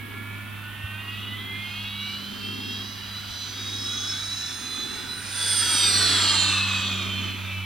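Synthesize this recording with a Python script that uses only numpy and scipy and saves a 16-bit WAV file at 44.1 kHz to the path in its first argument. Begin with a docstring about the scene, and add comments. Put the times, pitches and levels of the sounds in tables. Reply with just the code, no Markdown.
"""A model glider dives over open fields, whining and rushing, while a far engine drones
and a soft low noise swells about every 1.2 seconds.
From the start its whine is a cluster of near-sine whistles on one glide of airspeed and Doppler shift;
filtered noise makes the fuzz and rush of the air, and a delayed copy gives the rush its sweeping ground echo.
Twice during the dive a bump on the hand-held camera sounds as a short damped low tone.
Near six seconds the glider sweeps past at its loudest, then climbs away as pitch and air noise fall."""
import sys
import numpy as np
from scipy import signal
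from scipy.fft import rfft, irfft
from scipy.io import wavfile
from scipy.ndimage import uniform_filter1d, map_coordinates

SR = 44100
rng = np.random.default_rng(int(sys.argv[2]) if len(sys.argv) > 2 else 0)


def store_wav(level_fs):
    """Save 16-bit WAV to argv[1]."""
    pcm = np.round(np.clip(np.atleast_2d(level_fs), -1, 1) * 32767)
    wavfile.write(sys.argv[1], SR, pcm.T.astype(np.int16))


N = 337365
TIME = np.arange(N) / SR


def gain_of(db):
    """Level law: decibels to amplitude gain."""
    return 10 ** (np.asarray(db) / 20)


def evened(x):
    """Power normalisation: scales a signal to an rms of one."""
    return x / np.sqrt(np.mean(x ** 2) + 1e-20)


def curve(points):
    """Linear interpolation of a (time, value) table at every sample."""
    return np.interp(TIME, *np.transpose(points))


def smoothed_curve(points):
    """Moving average: the same curve with its corners rounded over a quarter second."""
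    return uniform_filter1d(curve(points), size=SR // 4, mode="nearest")


def read(points, hz, axis=1):
    """Logarithmic frequency scale: interpolates one column of a spectrum table."""
    table = np.transpose(points)
    return np.interp(np.log(hz + 1), np.log(table[0]), table[axis])


def wander(rate_hz, size=N):
    """Low-pass random process: smooth chance that moves up to about rate_hz times a second."""
    step, points = 64, 6144  # samples between points, number of points
    hz = np.fft.rfftfreq(points, step / SR)
    spectrum = rfft(rng.standard_normal(points)) / (1 + (hz / rate_hz) ** 2)
    slow = evened(irfft(spectrum))
    return np.interp(np.arange(size) / step, np.arange(points), slow)


# the dive gathers speed and the climb after the pass spends it: (time_s, airspeed_m_per_s)
AIRSPEED_CURVE = [(0.0, 22.1), (0.9, 24.54), (2.55, 32.3), (3.3, 33.49), (4.6, 36.13), (6.05, 35.92),
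                  (6.95, 28.97), (7.65, 27.04)]
PASS_S, CLOSEST_M = 5.91, 15.34  # moment and distance of the closest approach
SOUND_M_PER_S = 343


def flight():
    """Doppler effect on a straight pass: relative pitch, airspeed, distance, recession (-1 coming, 1 going)."""
    speed = smoothed_curve(AIRSPEED_CURVE)
    flown = np.cumsum(speed) / SR
    along = flown - np.interp(PASS_S, TIME, flown)
    distance = np.hypot(along, CLOSEST_M)
    receding = along / distance
    # the source pitch is proportional to airspeed
    pitch = speed / (1 + speed * receding / SOUND_M_PER_S)
    return pitch / pitch.max(), speed, distance, receding


def dulling(distance, receding, db_per_m=0.1169, behind=0.36):
    """Absorption and directivity: treble loss in dB at 5 kHz grows with distance, and more so behind."""
    return db_per_m * distance * (1 + behind * receding)


def absorbed_db(hz, loss_db):
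    """Classical absorption: the loss grows with the square of the frequency."""
    return loss_db * (hz / 5000) ** 2


# share of fast flutter: every whistle has the calm part; one pitched near ROUGH_HZ adds the rough part
FLUTTER_CALM, FLUTTER_ROUGH, ROUGH_HZ, ROUGH_WIDTH_HZ = .2, .5, 5490, 60


def whistle(pitch, speed, loss_db, start, end, top_hz, cling=0.06, fade_s=0.11, linger_s=.2,
            linger_db=-14, waver=0.000862, jitter=0.0012, twinkle_db=2.5):
    """Aeolian tone: vortices shed in step sing a near sine; eddies shake its pitch and strength."""
    on = (TIME > start - 2 * linger_s) & (TIME < end + 2 * linger_s)
    t, out = TIME[on], np.zeros(N)
    roughness = np.exp(-((top_hz - ROUGH_HZ) / ROUGH_WIDTH_HZ) ** 2)
    flutter = FLUTTER_CALM + FLUTTER_ROUGH * roughness
    # once locked in, a whistle clings a little to its pitch as the airspeed changes
    hz = top_hz * pitch[on] * (speed[on] / speed[on].mean()) ** -cling
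    slow_shake = waver * wander(12, size=len(t))
    fast_shake = jitter * flutter * wander(110, size=len(t))
    hz = hz * (1 + slow_shake + fast_shake)
    # the feedback takes a moment to lock in, and sings faintly before and after
    inside = np.minimum(t - start, end - t)
    locked = .5 + .5 * np.tanh(2 * inside / fade_s)
    faint = gain_of(linger_db) * np.clip(1 + inside / (2 * linger_s), 0, 1)
    twinkle = gain_of(twinkle_db * wander(7.8, size=len(t)))
    strength = twinkle * (1 + flutter * wander(90, size=len(t)))
    # the level follows the fuzz that feeds the whistle
    time_s, _, fuzz_db = np.transpose(AIR_LEVELS)
    level = gain_of(np.interp(t, time_s, fuzz_db) - absorbed_db(hz, loss_db[on]))
    tone = np.sqrt(2) * np.sin(2 * np.pi * np.cumsum(hz) / SR)
    out[on] = level * np.maximum(locked, faint) * evened(strength) * tone
    return out


# distinct whistles, pitch at the top of the glide, level over the fuzz of the moment,
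# before absorption and the shared trim: (start_s, end_s, pitch_hz, level_db)
WHISTLE_EVENTS = [(-0.1, 0.2, 3916, -2.5), (-0.1, 0.45, 3725, 4.5), (-0.1, 0.7, 5610, -4.5),
                  (-0.1, 1.45, 2795, 2.5), (0.11, 1.02, 2295, 2.5), (0.15, 0.6, 3580, -1.5),
                  (0.25, 0.75, 4157, 2.5), (0.6, 1.45, 4839, 4.5), (0.6, 1.6, 5381, 0.0),
                  (0.62, 0.88, 4453, 3.0), (0.78, 1.37, 4125, 8.5), (0.9, 1.25, 3704, 5.5),
                  (1.0, 1.32, 4090, 9), (1.15, 1.33, 4553, 5.5), (1.33, 1.7, 4438, 9.5),
                  (1.45, 1.7, 2787, 11.5), (1.55, 1.92, 3230, 5.5), (1.55, 2.06, 4111, 5.0),
                  (1.6, 2.15, 3677, 0.0), (1.72, 2.2, 3507, 7.0), (1.76, 2.05, 4232, 6.0),
                  (1.8, 2.4, 7100, -5.5), (1.83, 2.26, 4761, 10), (1.94, 2.14, 2788, 6.0),
                  (2.2, 2.85, 3600, 6.0), (2.4, 2.77, 3070, 0.5), (2.5, 3.3, 6454, -5.5),
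                  (2.6, 3.0, 5691, -1.5), (2.7, 3.3, 5470, -5.5), (2.7, 3.55, 4318, 6),
                  (2.7, 3.7, 6896, -4.0), (2.75, 3.7, 5156, -1.5), (2.8, 3.5, 3200, -2.5),
                  (3.0, 3.62, 3509, -3.0), (3.3, 5.0, 6435, 1.0), (3.58, 4.45, 3992, 8),
                  (3.62, 4.2, 3490, 2.5), (3.62, 4.79, 9261, 2.0), (3.68, 4.55, 5492, 3.5),
                  (3.7, 4.6, 6850, -5), (4.42, 5.11, 3487, 3.0), (4.45, 5.2, 4018, 6.0),
                  (4.48, 5.2, 8792, -1.0), (5.1, 6.0, 9232, 4.5), (5.33, 5.86, 3505, -2.5),
                  (5.4, 6.55, 10970, -10), (5.45, 6.0, 5290, -6), (5.65, 6.35, 6425, -7.0),
                  (5.68, 5.9, 4025, -1), (5.75, 6.8, 5203, -4.5), (5.87, 6.2, 4798, -2),
                  (5.95, 6.55, 4047, -4.5), (6.0, 6.55, 9234, -4.0), (6.2, 7.35, 3663, -7),
                  (6.25, 6.75, 4875, -5.5), (6.3, 7.05, 5450, -8), (6.3, 7.15, 5686, -4),
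                  (6.5, 6.8, 3570, 0), (6.55, 7.0, 8720, -14), (6.7, 6.95, 6400, -2.0),
                  (6.7, 7.2, 10429, -7.0), (6.75, 7.2, 4906, -2.5), (6.8, 7.8, 5266, -1.5),
                  (6.95, 7.8, 6421, -7.5), (7.05, 7.38, 4694, 0.5), (7.46, 7.8, 3674, 4),
                  (7.5, 7.8, 4164, 4), (7.5, 7.8, 4730, 2)]


def whistles(pitch, speed, loss_db, trim_db=0.67):
    """Superposition of aeolian tones: the distinct whistles of wings and tail."""
    return sum(gain_of(trim_db + db) * whistle(pitch, speed, loss_db, start, end, hz)
               for start, end, hz, db in WHISTLE_EVENTS)


def faint_whistles(pitch, speed, loss_db, count=150, low_hz=3500, high_hz=5750, length_s=.45,
                   level_db=-8.5, spread_db=3, fuzz_share=0.72, fast_db=-5):
    """Intermittent vortex locking: weak whistles at chance pitches follow the fuzz and weaken at top speed."""
    out = np.zeros(N)
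    for k, (when, where, loud) in enumerate(rng.random((count, 3))):
        middle = (k + when) / count * TIME[-1]
        start, end = middle - length_s / 2, middle + length_s / 2
        hz = low_hz * (high_hz / low_hz) ** where
        db = level_db + spread_db * (2 * loud - 1) + fuzz_share * read(FUZZ_SPECTRUM, hz)
        out += gain_of(db) * whistle(pitch, speed, loss_db, start, end, hz)
    return out * gain_of(fast_db * (speed / speed.max()) ** 10)


# course of the air noises before their trims, airframe rush and trailing-edge fuzz:
# (time_s, rush_level_db, fuzz_level_db)
AIR_LEVELS = [(0.0, -54.5, -49), (0.75, -48, -49.5), (2.7, -47, -40.5), (3.1, -46.5, -44.5),
              (4.05, -44, -38), (4.7, -42, -41.5), (5.17, -40, -43), (5.46, -35, -29), (5.95, -28.5, -25.5),
              (6.35, -29, -25), (7.0, -38, -34.5), (7.65, -47, -42.5)]
# relative spectrum of the airframe rush at the top of the glide: (frequency_hz, density_db_per_hz)
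RUSH_SPECTRUM = [(60, -13), (300, -3.5), (520, -13), (780, -7.5), (1080, -8), (1300, 2), (1600, 2.5),
                 (1950, -1.5), (2600, -2), (4200, -2), (8000, -46)]
# relative spectrum of the trailing-edge fuzz, likewise: (frequency_hz, density_db_per_hz)
FUZZ_SPECTRUM = [(2300, -44), (3100, -5), (3650, 0.5), (4500, -2), (5300, 2.5), (6300, -1), (7600, -4.5),
                 (9500, -2.5), (11500, -2.5), (15000, -8)]
# brief flares of the fuzz during the dive: (time_s)
FLARE_TIMES = [1.14, 1.72, 2.1, 3.38]
FLARE_S, FLARE_DB = .09, 4
# part of the fuzz beamed to the side, placed at the top of the glide
BEAM_DB, BEAM_HZ, BEAM_WIDTH_HZ = 4.2, 5250, 480


def air(pitch, loss_db, receding, rush_db=1.0, fuzz_db=-2.5, rush_slide=0.46, port_hz=8400,
        port_width_hz=450, port_db=6, gust_db=0.74, streak_db=3.2):
    """Turbulence noise: the trailing-edge fuzz slides with the whistles, the low rush only in part."""
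    hz, t, noise = signal.stft(rng.standard_normal(N), SR, nperseg=1024, noverlap=768)
    hz, slide = hz[:, None], np.interp(t, TIME, pitch)
    time_s, *levels = np.transpose(AIR_LEVELS)
    # distance dulls the noise; the cavity of the microphone port lifts one band
    cavity_db = port_db / (1 + ((hz - port_hz) / port_width_hz) ** 2)
    colour = cavity_db - absorbed_db(hz, np.interp(t, TIME, loss_db))
    # the upper hump of the fuzz is beamed sideways, so it stands out as the glider comes abreast
    abreast = 1 - np.interp(t, TIME, receding) ** 2
    beam_db = BEAM_DB * abreast * np.exp(-((hz / slide - BEAM_HZ) / BEAM_WIDTH_HZ) ** 2)
    rush_shape = read(RUSH_SPECTRUM, hz / slide ** rush_slide)
    fuzz_shape = read(FUZZ_SPECTRUM, hz / slide) + beam_db
    flare_db = FLARE_DB * sum(np.exp(-((t - at) / FLARE_S) ** 2) for at in FLARE_TIMES)
    power = 0
    for shape, level, trim in zip((rush_shape, fuzz_shape), levels, (rush_db, fuzz_db + flare_db)):
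        density = gain_of(shape + colour) ** 2
        power = power + density / density.mean(0) * gain_of(np.interp(t, time_s, level) + trim) ** 2
    # eddies favour narrow bands for a moment, and these ride the glide as streaks
    patches = uniform_filter1d(rng.standard_normal(noise.shape), size=2, axis=0)
    patches = evened(uniform_filter1d(patches, size=40, axis=1))
    rows, frames = np.indices(noise.shape)
    streaks = map_coordinates(patches, [rows / slide, frames], order=1, mode="mirror")
    gusts = np.interp(t, TIME, wander(6.2))
    swell = gain_of(streak_db * streaks + gust_db * gusts)
    shaped = noise * np.sqrt(power) * evened(swell)
    return signal.istft(shaped, SR, nperseg=1024, noverlap=768)[1][:N]


# lag of the ground echo, short while the glider is low over the horizon: (time_s, lag_ms)
ECHO_LAG = [(0, 7.3), (2.5, 4.8), (3.3, 4.22), (5, 2.05), (5.4, 1.9), (5.8, 2.2), (6.2, 3), (6.55, 3.36),
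            (7.65, 3.1)]


def ground_echo(x, echo_db=-9.0, dull_hz=2500):
    """Comb filtering: the field returns a duller, later copy whose changing lag sweeps the comb."""
    lag_ms = smoothed_curve(ECHO_LAG)
    soft = signal.lfilter(*signal.butter(1, dull_hz, fs=SR), x)
    late = np.interp(TIME - lag_ms / 1000, TIME, soft)
    return x + gain_of(echo_db) * late


def ground_scatter(x, decay_s=0.0025):
    """Diffuse scattering: sound from the rough field arrives from the sides, opposite in the two ports."""
    t = np.arange(SR // 20) / SR
    taps = rng.standard_normal(len(t)) * np.exp(-t / decay_s)
    side = signal.fftconvolve(x, taps / np.linalg.norm(taps))[:N]
    return np.array([side, -side])


# firing rate of the far engine: (time_s, pitch_hz)
ENGINE_PITCH = [(0, 102.8), (2, 101.2), (4.5, 99.75), (7.65, 95.65)]
# slow fading of its fundamental, before the quick waver: (time_s, level_db)
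FUNDAMENTAL_LEVEL = [(0, -41.5), (1.55, -40.5), (2.02, -43.5), (2.3, -53), (2.52, -42), (3.45, -46),
                     (3.72, -41), (4.1, -42.5), (4.9, -54.5), (5.3, -44), (6.3, -35), (7.65, -36)]
# slow fading of its second harmonic, likewise: (time_s, level_db)
OCTAVE_LEVEL = [(0, -55.5), (2.2, -45), (3.1, -49.5), (3.45, -57), (5.5, -56), (6.1, -45.5), (7, -39),
                (7.65, -48)]


def drone(waver_db=1.26):
    """Harmonic series: a far engine, of which only the two lowest harmonics carry."""
    angle = 2 * np.pi * np.cumsum(curve(ENGINE_PITCH)) / SR
    fundamental = gain_of(curve(FUNDAMENTAL_LEVEL)) * np.sin(angle)
    octave = gain_of(curve(OCTAVE_LEVEL)) * np.sin(2 * angle)
    return np.sqrt(2) * (fundamental + octave) * gain_of(waver_db * wander(5))


# likeness of the background noise in the two ports: (frequency_hz, coherence_ratio)
PORT_COHERENCE = [(30, 0.24), (100, 0.59), (700, 0.018), (7000, 0.12), (12000, 0.67)]


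def ambience(spectrum):
    """Partial coherence: steady noise of a given spectrum, partly shared by the two ports."""
    hz = np.fft.rfftfreq(N, 1 / SR)
    left, other = rfft(rng.standard_normal((2, N)))
    same = np.clip(read(PORT_COHERENCE, hz), -1, 1)
    right = same * left + np.sqrt(1 - same ** 2) * other
    density = gain_of(read(spectrum, hz)) * np.sqrt(SR / 2)
    return irfft(np.array([left, right]) * density, N)


# field ambience and microphone hiss, before the lean to the right: (frequency_hz, density_db_per_hz)
FIELD_SPECTRUM = [(20, -82), (55, -72), (130, -73.5), (280, -77), (500, -90), (1000, -79.5), (3000, -80.5),
                  (5500, -101), (8000, -98), (10500, -91.5), (15500, -94)]


def field(hiss_lean_db=3.0):
    """Stationary noise: field ambience and microphone hiss, louder on the right."""
    return ambience(FIELD_SPECTRUM) * gain_of([[-hiss_lean_db], [hiss_lean_db]])


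# soft low noise, before its swells: (frequency_hz, density_db_per_hz)
LOW_NOISE_SPECTRUM = [(130, -105), (200, -75.5), (255, -68.5), (310, -79.5), (390, -77), (480, -89.5),
                      (800, -115)]
# swells of the low noise, gain of each added to the lull: (peak_s, gain_db)
LOW_NOISE_SWELLS = [(0.15, 3.3), (1.4, 2.3), (2.57, 8.3), (3.85, 5.2), (4.88, 7.1), (5.95, 3.1), (7.1, 8.5)]


def low_noise(lull_db=-7, swell_s=0.29):
    """Amplitude modulation: a soft low noise swells about every 1.2 s, now strongly, now weakly."""
    swells = sum(gain_of(db) * np.exp(-((TIME - s) / swell_s) ** 2) for s, db in LOW_NOISE_SWELLS)
    return ambience(LOW_NOISE_SPECTRUM) * (gain_of(lull_db) + swells)


# bumps on the camera, level at the envelope's peak: (start_s, level_db)
BUMP_EVENTS = [(0.839, -28.5), (3.314, -32.5)]


def bumps(body_hz=92, rise_s=0.0073):
    """Damped oscillation: a soft push of the hand rocks the camera body for a few cycles."""
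    out = np.zeros(N)
    for s, db in BUMP_EVENTS:
        age = np.maximum(TIME - s, 0)
        envelope = age / rise_s * np.exp(1 - age / rise_s)
        out += gain_of(db) * envelope * np.sin(2 * np.pi * body_hz * age)
    return out


# left microphone port against the right: (frequency_hz, level_difference_db, left_lead_rad)
PORT_DIFFERENCE = [(104, -2.5, -0.28), (312, 0, 1), (1410, -2.5, 0.12), (2660, -1.5, -0.2), (4620, -3, 0.6),
                   (5470, 1.5, -1.35), (6550, -17, -1.6), (8300, -11, 0.44), (9500, -6.5, -0.28),
                   (11900, 0, -0.24)]


def ports(x):
    """Diffraction: the camera body shades and delays one port against the other."""
    hz = np.fft.rfftfreq(N, 1 / SR)
    lead = np.exp(1j * read(PORT_DIFFERENCE, hz, axis=2))
    ratio = gain_of(read(PORT_DIFFERENCE, hz, axis=1)) * lead
    # the mean of the two ports stays equal to the source
    pair = np.array([ratio, np.ones(len(hz))]) * 2 / (1 + ratio)
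    return irfft(rfft(x) * pair, N)


def scene(diffuse_db=-10, glance_db=-11):
    """Superposition: glider, ground echo and scatter, far engine, low noise, field and bumps."""
    pitch, speed, distance, receding = flight()
    loss_db = dulling(distance, receding)
    whine = whistles(pitch, speed, loss_db) + faint_whistles(pitch, speed, loss_db)
    direct_air = ground_echo(air(pitch, loss_db, receding))
    # the scattered noise is unrelated to the direct noise
    scattered_air = air(pitch, loss_db, receding)
    scatter = ground_scatter(gain_of(glance_db) * whine + gain_of(diffuse_db) * scattered_air)
    direct = ports(whine + direct_air + drone() + bumps())
    return direct + scatter + low_noise() + field()


def record(dry, edge_hz=15900):
    """Linear-phase low-pass filtering: the band limit of the camera."""
    taps = signal.firwin(511, edge_hz, window=("kaiser", 9), fs=SR)
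    return signal.oaconvolve(dry, taps[None], "same")


dry = scene()
out = record(dry)
store_wav(out)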